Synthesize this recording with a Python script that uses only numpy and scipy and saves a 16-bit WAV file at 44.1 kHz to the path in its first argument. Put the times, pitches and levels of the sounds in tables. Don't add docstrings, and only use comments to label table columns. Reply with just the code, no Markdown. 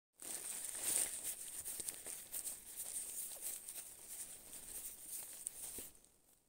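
import sys
import numpy as np
from scipy import signal
from scipy.fft import rfft, irfft, next_fast_len
from scipy.io import wavfile
from scipy.ndimage import uniform_filter1d

SR = 44100
rng = np.random.default_rng(int(sys.argv[2]) if len(sys.argv) > 2 else 0)


def master_out(mix):
    frames = np.transpose(np.atleast_2d(mix))
    ceiling = np.clip(frames, -1, 1)
    pcm = np.round(ceiling * 32767).astype(np.int16)
    wavfile.write(sys.argv[1], SR, pcm)


N = 286021
T = np.arange(N) / SR

# (start [s], length [s], sliding [dB], crumpling [dB], brightness [dB])
STROKES = [(0.219, 0.22, -67, -53.0, -3), (0.278, 0.081, -50.5, -50, -7), (0.407, 0.18, -48, -51, -8),
           (0.567, 0.13, -49, -54, -7), (0.696, 0.375, -51.5, -50.5, -12), (0.817, 0.22, -41.5, -46, -5),
           (1.072, 0.14, -48.5, -54, -8), (1.229, 0.094, -44.5, -50.5, -2), (1.362, 0.21, -52, -59.5, -7),
           (1.525, 0.075, -50.5, -53.5, -3), (1.621, 0.16, -49, -53.5, -3), (1.83, 0.052, -49, -53.5, -1),
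           (1.921, 0.092, -59.5, -60, -5), (2.036, 0.091, -48, -53, -8.5), (2.107, 0.1, -51.5, -63.5, 0.5),
           (2.308, 0.063, -46.5, -54, 3), (2.423, 0.1, -46, -62, -7), (2.64, 0.104, -54, -62.5, -4),
           (2.749, 0.066, -44.5, -64.5, -2), (2.814, 0.086, -50, -53.5, -11),
           (2.92, 0.099, -44.5, -57.5, -9), (3.045, 0.144, -49.5, -68, -6), (3.14, 0.13, -49, -76, 0),
           (3.258, 0.12, -53.5, -60.5, -3), (3.403, 0.096, -46, -51.5, -2), (3.507, 0.066, -52.5, -66, -2),
           (3.649, 0.053, -48.5, -58, -5), (3.737, 0.044, -45.5, -49, -4), (3.836, 0.027, -46, -53, -5),
           (3.99, 0.14, -60.5, -69, -7), (4.07, 0.084, -50, -59, -3.5), (4.16, 0.072, -49, -55.5, -8),
           (4.259, 0.07, -52.5, -57, -11), (4.502, 0.075, -52.5, -59.5, -1), (4.642, 0.092, -54.5, -56, -5),
           (4.712, 0.1, -50.5, -64, -2), (4.83, 0.061, -48, -60.5, -1), (4.976, 0.12, -56, -71, -5),
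           (5.085, 0.134, -49, -71, -1), (5.242, 0.23, -54.5, -62, -5), (5.519, 0.11, -53.5, -77, -8),
           (5.6, 0.073, -48, -54, -3.5), (5.698, 0.14, -53.5, -58.5, 0), (6.252, 0.064, -72.5, -76, 5)]
# (time [s], sliding [dB])
GRIP = [(0.125, -106), (0.23, -61), (1, -65), (2.2, -64), (3.6, -65.5), (5.85, -63), (5.93, -73.5),
        (6.2, -94), (6.49, -111)]
# (time [s], level change [dB])
NEW_HOLDS = [(1.203, -6), (1.36, -7), (1.635, -10), (2.645, -4.5), (2.838, -6), (3.376, -3), (3.64, 1.5),
             (4.96, -4), (5.445, -10), (5.925, -18)]
# (frequency [Hz], level [dB])
SLIDE_COLOUR = [(500, -36), (2500, -10), (5000, -9), (6400, -3.5), (8500, -1), (10000, 1), (15500, 4)]
# (frequency [Hz], level [dB])
CRUMPLE_COLOUR = [(100, -13), (300, -6.5), (700, -0.5), (1150, -7), (1400, -6.5), (1800, -2), (2700, -3.5),
                  (3700, -2.5), (5200, -7), (8000, -13), (15500, -20.5)]
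# (time [s], share [0-1])
TRAPPED_AIR = [(0, 0.3), (1.2, 0.64), (2, 1), (2.8, 0.5), (3.3, 0), (6.4, 0)]
# (time [s], sharp edge [dB], panel [dB], panel pitch [Hz], length [ms])
SNAPS = [(0.199, -31.5, -47, 2000, 0.96), (0.223, -23, -35.5, 1700, 0.94), (0.249, -23, -43, 4600, 0.2),
         (0.3075, -21, -32, 2400, 1.0), (0.346, -18.5, -46, 5100, 0.34), (0.3524, -18, -34, 4500, 0.44),
         (0.527, -29, -32, 1800, 0.7), (0.647, -16.5, -32, 3980, 0.2), (0.6927, -17.5, -35, 1800, 0.3),
         (0.752, -36, -31, 1900, 0.9), (0.872, -24, -24, 3400, 0.38), (0.9614, -7, -32, 3500, 0.1),
         (0.977, -19, -27, 2200, 0.3), (1.017, -16, -39, 1800, 1), (1.035, -13, -25, 4900, 0.41),
         (1.093, -24, -33, 3600, 0.2), (1.137, -22, -39, 4030, 0.36), (1.189, -23, -35, 3500, 0.57),
         (1.483, -25, -29, 3130, 0.58), (1.798, -16, -25.5, 4200, 2.3), (1.802, -14, -37, 4600, 4.5),
         (1.8837, -28, -31, 5400, 1.7), (1.8884, -10.5, -31, 3600, 0.36), (1.8994, -32, -29, 1820, 0.37),
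         (1.944, -24, -29, 2820, 0.7), (2.1023, -18, -37, 5100, 0.23), (2.271, -43, -35, 3460, 0.45),
         (2.3454, -19.5, -36, 3400, 2.1), (2.3923, -16.5, -37, 5200, 0.36), (2.4748, -21, -30, 4000, 1.9),
         (2.665, -38, -56, 2000, 0.7), (2.8848, -20, -45, 2200, 0.14), (2.9046, -24, -42, 5200, 0.5),
         (2.9186, -22, -35, 5000, 0.9), (3.098, -26, -34, 3320, 0.76), (3.318, -35, -31, 3550, 0.27),
         (3.332, -24, -30.5, 3730, 2.6), (3.465, -19, -42.5, 4800, 2.7), (3.536, -16, -43, 2300, 4.7),
         (3.562, -21, -30.5, 3150, 0.15), (3.689, -20.5, -37, 3180, 0.34), (4.132, -33, -36, 2320, 1.3),
         (4.5334, -31, -35.5, 3520, 0.7), (5.2307, -27, -35, 3600, 1.6), (5.3319, -29, -36, 2010, 0.3),
         (5.4699, -10.5, -35, 3560, 0.14), (5.7861, -36, -50, 1650, 0.9), (5.9056, -46.5, -46, 4000, 1.8),
         (5.9515, -33.5, -64, 2500, 5.9), (6.0455, -34.5, -46.5, 4100, 0.45), (6.3757, -47, -62, 2700, 0.4)]
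# (frequency [Hz], level [dB])
EDGE_COLOUR = [(700, -61), (2500, -33), (5200, -9.5), (6800, -5), (9000, -1), (15500, -14.5)]
# (time [s], level [dB], pitch [Hz])
FLAPS = [(1.062, -26.5, 494), (1.19, -34.5, 720), (1.605, -32, 91), (1.793, -39, 74.4), (1.797, -24.5, 348),
         (2.065, -25, 546), (3.317, -35, 710), (3.507, -33.5, 416), (4.668, -26, 27.2), (4.781, -34, 520),
         (5.057, -38.5, 302), (5.228, -31, 735), (5.342, -36.5, 570), (5.644, -34.5, 740),
         (5.785, -33.5, 79), (5.7855, -21, 306)]
# (start [s], length [s], level [dB])
SHOVES = [(0.208, 0.23, -44.5), (0.5, 0.058, -44), (0.759, 0.26, -39.5), (1.184, 0.063, -44.5),
          (1.523, 0.22, -55), (1.87, 0.06, -44), (2.026, 0.049, -42.5), (2.304, 0.22, -51),
          (2.802, 0.079, -49.5), (3.028, 0.042, -47), (3.95, 0.063, -51), (4.31, 0.51, -54),
          (5.172, 0.036, -48), (5.63, 0.045, -53)]
# (frequency [Hz], level [dB])
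LOAD_COLOUR = [(40, -12), (120, -9), (220, -4), (340, .5), (580, -1.5), (780, -5), (1050, -11),
               (1600, -15.5), (5000, -15)]
# (time [s], rib rate [Hz], level [dB])
ZIPS = [
    [(3.335, 1700, -84), (3.354, 942, -68), (3.367, 630, -56), (3.381, 507, -60.5), (3.402, 291, -74),
     (3.42, 392, -70), (3.445, 820, -75)],
    [(5.79, 2440, -63), (5.808, 2950, -66), (5.83, 2950, -69), (5.87, 3030, -78)],
    [(5.925, 8100, -99), (5.975, 6200, -77), (6.01, 6200, -86), (6.07, 6750, -81), (6.14, 6800, -98),
     (6.17, 6900, -97)],
]
# (time [s], level [dB])
WIND_LEVEL = [(0.13, -94), (0.22, -73), (0.92, -65.5), (1.15, -67), (1.62, -67), (2.05, -68), (2.45, -66),
              (3.2, -69), (3.7, -71), (4.1, -68.5), (4.35, -65), (4.75, -64), (5.3, -73), (5.85, -62),
              (6.05, -73.5), (6.48, -78)]
# (frequency [Hz], level [dB])
WIND_COLOUR = [(10, 10.5), (28, 1), (60, -2.5), (110, -7.5), (250, -6.5), (1500, -25)]
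# (frequency [Hz], width [Hz], level [dB])
PORT_RINGS = [(8745, 810, 12), (15100, 2700, -8)]

TOP_HZ = 15650


def hands(sag_db=4.0, grip_crumple_db=4.5, new_hold_s=0.014):
    sliding = treble = undb(curves(GRIP)[0]) ** 2
    crumpling = sliding * undb(grip_crumple_db) ** 2
    for start_s, length_s, slide_db, crumple_db, bright_db in STROKES:
        power = push(start_s, length_s)
        progress = np.clip((T - start_s) / length_s, 0, 1)
        stroke = power * undb(slide_db - sag_db * (progress - .5)) ** 2
        sliding = sliding + stroke
        treble = treble + stroke * undb(bright_db) ** 2
        crumpling = crumpling + power * undb(crumple_db) ** 2
    hold_db = sum(db * np.exp(-((T - s) / new_hold_s) ** 2) for s, db in NEW_HOLDS)
    hold = undb(hold_db) ** 2
    return 10 * np.log10([sliding * hold, crumpling * hold, treble / sliding])


def push(start_s, length_s, rise_s=0.054, fade_s=0.037):
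    rise = np.clip((T - start_s) / rise_s, 0, 1)
    fade = np.exp(-np.clip(T - start_s - length_s, 0, 1) / fade_s)
    return (rise * fade) ** 2


def slide(level_db, bright_db, weave_hz=9500, weave_db=-19):
    flicks = grains(rate=18000, spread_db=0.5) * catches(slow_db=1.72, fast_db=0.36)
    wander = np.exp(0.23 * drift(4.8) + 0.047 * drift(1500))
    hz = np.minimum(weave_hz * wander, TOP_HZ)
    note = unit(np.sin(2 * np.pi * np.cumsum(hz) / SR))
    hiss = colour(flicks, SLIDE_COLOUR) + undb(weave_db) * note
    top = colour(hiss, [(9500, -37), (10300, -14), (11500, -1.5)])
    return (hiss - top + top * undb(bright_db)) * undb(level_db)


def crumple(level_db, lone_db=-7, hollow_db=-5):
    rate = 3000 * undb(0.32 * (level_db - np.median(level_db)))
    lone_ticks = undb(lone_db) * grains(rate=55, spread_db=2.5)
    bunches = grains(rate, spread_db=-0.5) * catches(slow_db=1.64, fast_db=1.0)
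    crackle = colour(unit(bunches + lone_ticks), CRUMPLE_COLOUR) * undb(level_db)
    hollow = undb(hollow_db) * ring(crackle, hz=1900, width_hz=800)
    return crackle + curves(TRAPPED_AIR)[0] * hollow


def snaps(panel_width_hz=3000, tone_db=-1, click_ms=0.21, scatter_db=-16, scatter_ms=5.4):
    out, ms = np.zeros(N), 1000 * T[:1024]
    lead = 32
    for s, edge_db, panel_db, hz, length_ms in SNAPS:
        slips = unit_energy(rng.standard_normal(len(ms)) * np.exp(-ms / length_ms))
        scatter = unit_energy(rng.standard_normal(len(ms)) * np.exp(-ms / scatter_ms))
        click_share = np.exp(-length_ms / click_ms)
        flip = np.sqrt(click_share) * (ms == 0) + np.sqrt(1 - click_share) * slips
        burst = np.pad(flip + undb(scatter_db) * scatter, (lead, 0))
        edge = colour(burst, EDGE_COLOUR)
        crack = ring(ring(burst, hz, panel_width_hz), hz, panel_width_hz)
        panel = crack + undb(tone_db) * ring(burst, hz, width_hz=500)
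        for part, db in ((edge, edge_db), (panel, panel_db)):
            add(out, s - lead / SR, undb(db) * part / np.linalg.norm(port(part)))
    return out


def small_snaps(crumple_db, usual_db=-71, follow=1.25):
    clicks = unit(colour(grains(rate=70, spread_db=2.0), EDGE_COLOUR))
    return clicks * undb(usual_db + follow * (crumple_db - np.median(crumple_db)))


def folds(x, swell_db=2.0, count=40):
    out, size = np.zeros(N), next_fast_len(N)
    spectrum = rfft(x, size)
    band_number = np.sqrt(np.linspace(0, 1, len(spectrum))) * (count - 1)
    for k in range(count):
        weight = np.maximum(1 - abs(band_number - k), 0)
        band = irfft(spectrum * weight, size)[:N]
        out += band * undb(swell_db * drift(30))
    return out


def flaps(swing_cycles=0.82, flutter_cycles=3.8, flutter_db=-13, crack_db=-7, crack_s=0.0016):
    out, t = np.zeros(N), T[:8192]
    for s, db, hz in FLAPS:
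        noise = rng.standard_normal(len(t))
        swing = np.sin(2 * np.pi * hz * t) * np.exp(-t * hz / swing_cycles)
        flutter = unit(ring(ring(noise, hz, hz), hz, hz)) * np.exp(-t * hz / flutter_cycles)
        smallness = min(hz / 250, 1) ** 2
        crack = smallness * unit(ring(noise, hz=1700, width_hz=590)) * np.exp(-t / crack_s)
        flap = swing + undb(flutter_db) * flutter + undb(crack_db) * crack
        add(out, s, undb(db) * unit_energy(flap))
    return out


def soft_load(crumple_db, usual_db=-57, follow=0.28):
    stirred = undb(usual_db + follow * (crumple_db - np.median(crumple_db))) ** 2
    shoved = sum(push(start_s, length_s) * undb(db) ** 2 for start_s, length_s, db in SHOVES)
    patter = grains(rate=1800, spread_db=1.5) * catches(slow_db=2.07, fast_db=3.5)
    return colour(patter, LOAD_COLOUR) * np.sqrt(stirred + shoved)


def zips(jitter=0.041, flutter_db=-1.0, second_db=-15, third_db=-19):
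    out = np.zeros(N)
    for stroke in ZIPS:
        hz, db = curves(stroke)
        phase = 2 * np.pi * np.cumsum(hz * (1 + jitter * drift(900))) / SR
        touching = (T > stroke[0][0]) & (T < stroke[-1][0])
        contact = uniform_filter1d(touching.astype(float), size=300)
        tone = np.sin(phase) + undb(second_db) * np.sin(2 * phase) + undb(third_db) * np.sin(3 * phase)
        out += unit(tone * undb(flutter_db * drift(300))) * undb(db) * contact
    return out


def wind():
    rumble = unit(colour(rng.standard_normal(N), WIND_COLOUR))
    return rumble * undb(curves(WIND_LEVEL)[0])


def port(x):
    return x + sum(undb(db) * ring(x, hz, width_hz) for hz, width_hz, db in PORT_RINGS)


def grains(rate, spread_db):
    strength = undb(spread_db * np.clip(rng.standard_normal(N), -2, 2.5))
    happens = rng.random(N) < rate / SR
    return unit(happens * strength * rng.choice([-1, 1], N))


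def catches(slow_db, fast_db):
    return unit(undb(slow_db * drift(68) + fast_db * drift(500)))


def drift(rate):
    width = max(int(SR / rate), 2)
    return unit(uniform_filter1d(uniform_filter1d(rng.standard_normal(N), width), width))


def ring(x, hz, width_hz):
    return signal.lfilter(*signal.iirpeak(hz, hz / width_hz, SR), x)


def colour(x, points):
    hz, db = np.transpose(points)
    size = next_fast_len(len(x))
    freqs = np.maximum(np.fft.rfftfreq(size, 1 / SR), 1)
    gain = undb(np.interp(np.log(freqs), np.log(hz), db))
    return irfft(rfft(x, size) * gain, size)[:len(x)]


def curves(rows):
    times, *columns = np.transpose(rows)
    return [np.interp(T, times, column) for column in columns]


def add(out, s, x):
    i = int(np.clip(s * SR, 0, N - 1))
    out[i:i + len(x)] += x[:N - i]


def undb(db):
    return 10 ** (np.asarray(db) / 20)


def unit(x):
    return x / np.sqrt(np.mean(x ** 2))


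def unit_energy(x):
    return x / np.linalg.norm(x)


def scene(level_db=-0.5):
    slide_db, crumple_db, bright_db = hands()
    rustle = folds(slide(slide_db, bright_db) + crumple(crumple_db) + small_snaps(crumple_db))
    mix = rustle + soft_load(crumple_db) + snaps() + flaps() + zips() + wind()
    return mix[None] * undb(level_db)


def record(dry, start_s=0.125, fade_s=0.03):
    fade_in = np.clip((T - start_s) / fade_s, 0, 1)
    treble_cut = signal.ellip(10, .2, 70, TOP_HZ, fs=SR, output="sos")
    return signal.sosfilt(treble_cut, port(dry) * fade_in)


dry = scene()
out = record(dry)
master_out(out)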